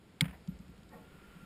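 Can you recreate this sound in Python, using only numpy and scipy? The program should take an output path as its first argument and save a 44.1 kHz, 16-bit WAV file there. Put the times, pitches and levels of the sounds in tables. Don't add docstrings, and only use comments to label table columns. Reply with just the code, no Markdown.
import sys
import numpy as np
from scipy.fft import rfft, irfft, next_fast_len
from scipy.io import wavfile

SR = 44100
rng = np.random.default_rng(int(sys.argv[2]) if len(sys.argv) > 2 else 0)


def bounce(signal):
    frames = np.transpose(np.atleast_2d(signal))
    limited = np.clip(frames, -1, 1)
    pcm = np.round(limited * 32767).astype(np.int16)
    wavfile.write(sys.argv[1], SR, pcm)


N = 63945

# f/Hz, peak/dB, half-length/s
CRACK_PULSES = [(3770, -14, 0.00047), (8630, -28, .0005)]
# f/Hz, relative level/dB, t60/s
STEEL_MODES = [(1400, -18, .02), (1680, -18, .02), (2175, -1, .028), (3270, -1, .014), (3600, -7, .012),
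               (4100, -8, .012), (4720, -8, .015), (7250, -14, .02), (8000, -14, .012), (8680, -10, .013),
               (9830, -14, .02), (14200, -17, .022), (15130, -17, .018)]
# f/Hz, relative level/dB
SCATTER_COLOUR = [(200, -4), (480, -4), (680, -9), (1100, 3.5), (2200, 3), (3500, -12), (5000, -26),
                  (8000, -20), (10000, -4), (12000, -46), (14500, -10)]
# f/Hz, level/dB, t60/s
MOUNT_MODES = [(267.4, -30, 0.15), (457, -44.5, 0.095), (534, -43, 0.1), (893, -37, 0.061),
               (1110, -43, 0.039)]
# t/s, tick level/dB, thud peak/dB, thud f/Hz, thud half-length/s
LANDINGS = [(0.2128, -31.5, -21.5, 156, 0.0086), (0.2438, -86, -32.5, 165, 0.0099),
            (.4750, -51.5, -29, 181, 0.008), (0.5893, -57.5, -43.5, 186, 0.0084),
            (.6805, -57.5, -43.5, 181.4, 0.0059), (0.7782, -59, -53, 190, 0.021),
            (.8325, -58, -59, 185, 0.0082), (.8910, -56, -61, 188, 0.015)]
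# f/Hz, relative level/dB
TICK_COLOUR = [(1000, -34), (3000, 4.5), (4500, 2.5), (7500, 1), (10000, -13), (15000, -22)]
# f/Hz, level re the thud/dB, t60/s
THUD_RING_MODES = [(158.3, -17, 0.27), (187.5, -11, 0.23), (210, -21, 0.067), (272.8, -22.5, 0.34)]
# f/Hz, level re the shake/dB, t60/s
STAND_MODES = [(54.66, -29.5, 0.58), (71.9, -32.5, 0.79)]
# t/s, level/dB, t60/s
SHOWERS = [(0.2419, -32.5, 0.024), (0.2518, -37, 0.049), (0.2782, -48.5, 0.071), (0.2923, -49, 0.053),
           (0.3083, -47.5, 0.029)]
# f/Hz, relative level/dB
GRIT_COLOUR = [(200, -18), (500, -1), (1100, -3), (1650, 3.5), (2300, 1), (3200, -5), (4200, -22.5),
               (7500, -25.5), (9800, -9.5), (12000, -28), (14300, -16)]
# f/Hz, relative level/dB
SKID_COLOUR = [(200, -14), (450, -2.5), (820, 2), (1150, -12), (1850, -5), (3000, -17), (7000, -36),
               (13500, -22), (15000, -26)]
# f/Hz, half-width/Hz, relative level/dB, factor on the knock's t60
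KNOCK_MODES = [(185, 20, -2, 1.8), (280, 14, -6, .8), (465, 15, -6, 1.3), (530, 15, -6, 1.6),
               (626, 15, -9, 1.1), (735, 18, -10, .8), (875, 45, -7, .8), (1110, 50, -9, .6),
               (1380, 70, -14, .9), (1850, 15, -6, .45)]
# f/Hz, relative level/dB
KNOCK_COLOUR = [(100, -5.5), (500, -7), (1000, -11), (2100, -5), (3000, -21.5), (8000, -22), (13500, -13),
                (15000, -28)]
# t/s, level/dB
ROLL_LEVEL = [(0, -74), (.86, -69), (1.0, -64), (1.15, -61), (1.45, -59)]
# f/Hz, relative level/dB
ROLL_COLOUR = [(30, 5), (58, 7.5), (105, -18), (175, 6), (260, 0), (380, 0), (700, -11.5), (1200, -7),
               (2400, -10.5), (3200, -12.5), (4200, -22.5), (9000, -23.5), (15000, -27.5)]
# t/s, peak/dB, f/Hz, half-length/s
BUMPS = [(1.15, -53, 168, 0.016), (1.368, -48, 175, 0.013), (1.436, -45, 179, 0.0083)]
# f/Hz, relative level/dB
AIR_COLOUR = [(20, -19), (35, -19), (60, 7), (95, 0.5), (200, 2), (280, -4), (400, -5.5), (620, -11.5),
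              (1200, -18), (2200, -19), (4200, -24.5), (8000, -30.5), (11000, -32.5), (15000, -41)]
# t/s, level/dB
AIR_LEVEL = [(0, -60.5), (.5, -58), (1.45, -61.5)]


def clack(start=.2088, ring_db=-17, scatter_db=-37.5):
    t = since(start)
    crack = sum(amp(db) * packet(start + .000788, hz, half, rise=0) for hz, db, half in CRACK_PULSES)
    ring = sum((-1) ** k * amp(db) * swell(start, .00038, t60) * np.sin(2 * np.pi * hz * t)
               for k, (hz, db, t60) in enumerate(STEEL_MODES))
    hold_s, release_s, rest = .005, .00043, .2
    drop = rest + (1 - rest) * .5 * (1 - np.tanh((t - hold_s) / release_s))
    scatter = amp(scatter_db) * swell(start, attack=.0024, t60=.089) * noise(SCATTER_COLOUR)
    mount = ringing(MOUNT_MODES, t, start, attack=.0067)
    return crack + amp(ring_db) * drop * ring + scatter + mount


def landings(ground_delay_s=.0165):
    tick_level = sum(amp(db) * swell(s, attack=.0004, t60=.014) for s, db, *_ in LANDINGS)
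    ticks = tick_level * noise(TICK_COLOUR)
    thuds = sum(thud(s + ground_delay_s, db, hz, half) for s, _, db, hz, half in LANDINGS)
    return ticks + thuds


def thud(s, db, hz, half):
    t = np.arange(N) / SR - s
    onset = s - half
    ground = packet(s, hz, half, rise=6) + ringing(THUD_RING_MODES, t, onset, attack=half)
    sway = ringing(STAND_MODES, t, onset, attack=half)
    rattle = amp(-41.5) * swell(onset, attack=half, t60=.12) * narrow(11920, half_width_hz=100)
    shake = amp(.66 * db)
    return amp(db) * ground + shake * (sway + rattle)


def grit(grains_per_s=4500):
    grains = rng.standard_normal(N) * (rng.random(N) < grains_per_s / SR)
    showers = sum(amp(db) * swell(s, attack=.0024, t60=t60) for s, db, t60 in SHOWERS)
    return showers * coloured(grains, GRIT_COLOUR)


def skid(start=.3246, db=-45.5):
    return amp(db) * swell(start, attack=.015, t60=.14) * noise(SKID_COLOUR)


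def far_knock(peak_s=.935, db=-52.5, attack_s=.012, base_t60_s=.44):
    decay_db = -60 * since(peak_s) / base_t60_s
    resonances = sum(amp(mode_db + decay_db / stretch) * narrow(hz, half_width)
                     for hz, half_width, mode_db, stretch in KNOCK_MODES)
    wash = amp(-11.5 + decay_db) * noise(KNOCK_COLOUR)
    rise = np.exp(np.minimum(since(0) - peak_s, 0) / attack_s)
    return amp(db) * rise * (resonances + wash)


def rolling():
    crunch = noise(ROLL_COLOUR)
    whirr = amp(-8) * narrow(1386, half_width_hz=32)
    bumps = sum(thud(*bump) for bump in BUMPS)
    return level(ROLL_LEVEL) * (crunch + whirr) + bumps


def seaside_air():
    return level(AIR_LEVEL) * noise(AIR_COLOUR)


def amp(db):
    return 10 ** (np.asarray(db) / 20)


def unit(x):
    return x / np.sqrt(np.mean(x ** 2) + 1e-20)


def since(s):
    return np.maximum(np.arange(N) / SR - s, 0)


def swell(s, attack, t60):
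    t = since(s)
    return (1 - np.exp(-t / attack)) * amp(-60 * t / t60)


def ringing(modes, t, start, attack):
    return sum(amp(db) * swell(start, attack, t60) * np.sin(2 * np.pi * hz * t) for hz, db, t60 in modes)


def packet(s, hz, half, rise):
    t = np.arange(N) / SR - s
    return np.exp(-(t / half) ** 2) * np.cos(2 * np.pi * hz * t * (1 + rise * t / 2))


def level(points):
    return amp(np.interp(since(0), *np.transpose(points)))


def filtered(x, gain):
    size = next_fast_len(N + SR // 4)
    return irfft(rfft(x, size) * gain(np.fft.rfftfreq(size, 1 / SR)), size)[:N]


def coloured(x, points):
    f, db = np.transpose(points)
    return unit(filtered(x, lambda hz: amp(np.interp(np.log(hz + 1), np.log(f), db))))


def noise(points):
    return coloured(rng.standard_normal(N), points)


def narrow(centre_hz, half_width_hz):
    white = rng.standard_normal(N)
    return unit(filtered(white, lambda hz: 1 / (1 + ((hz - centre_hz) / half_width_hz) ** 2)))


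def scene():
    return (clack() + landings() + grit() + skid() + far_knock() + rolling() + seaside_air())[None]


def record(dry, notch_hz=5990, notch_half_width_hz=387, notch_db=-14, top_hz=15500, edge_hz=110):
    def response(hz):
        notch = amp(notch_db * np.exp(-((hz - notch_hz) / notch_half_width_hz) ** 2))
        return notch / (1 + np.exp((hz - top_hz) / edge_hz))
    return filtered(dry[0], response)[None]


dry = scene()
out = record(dry)
bounce(out)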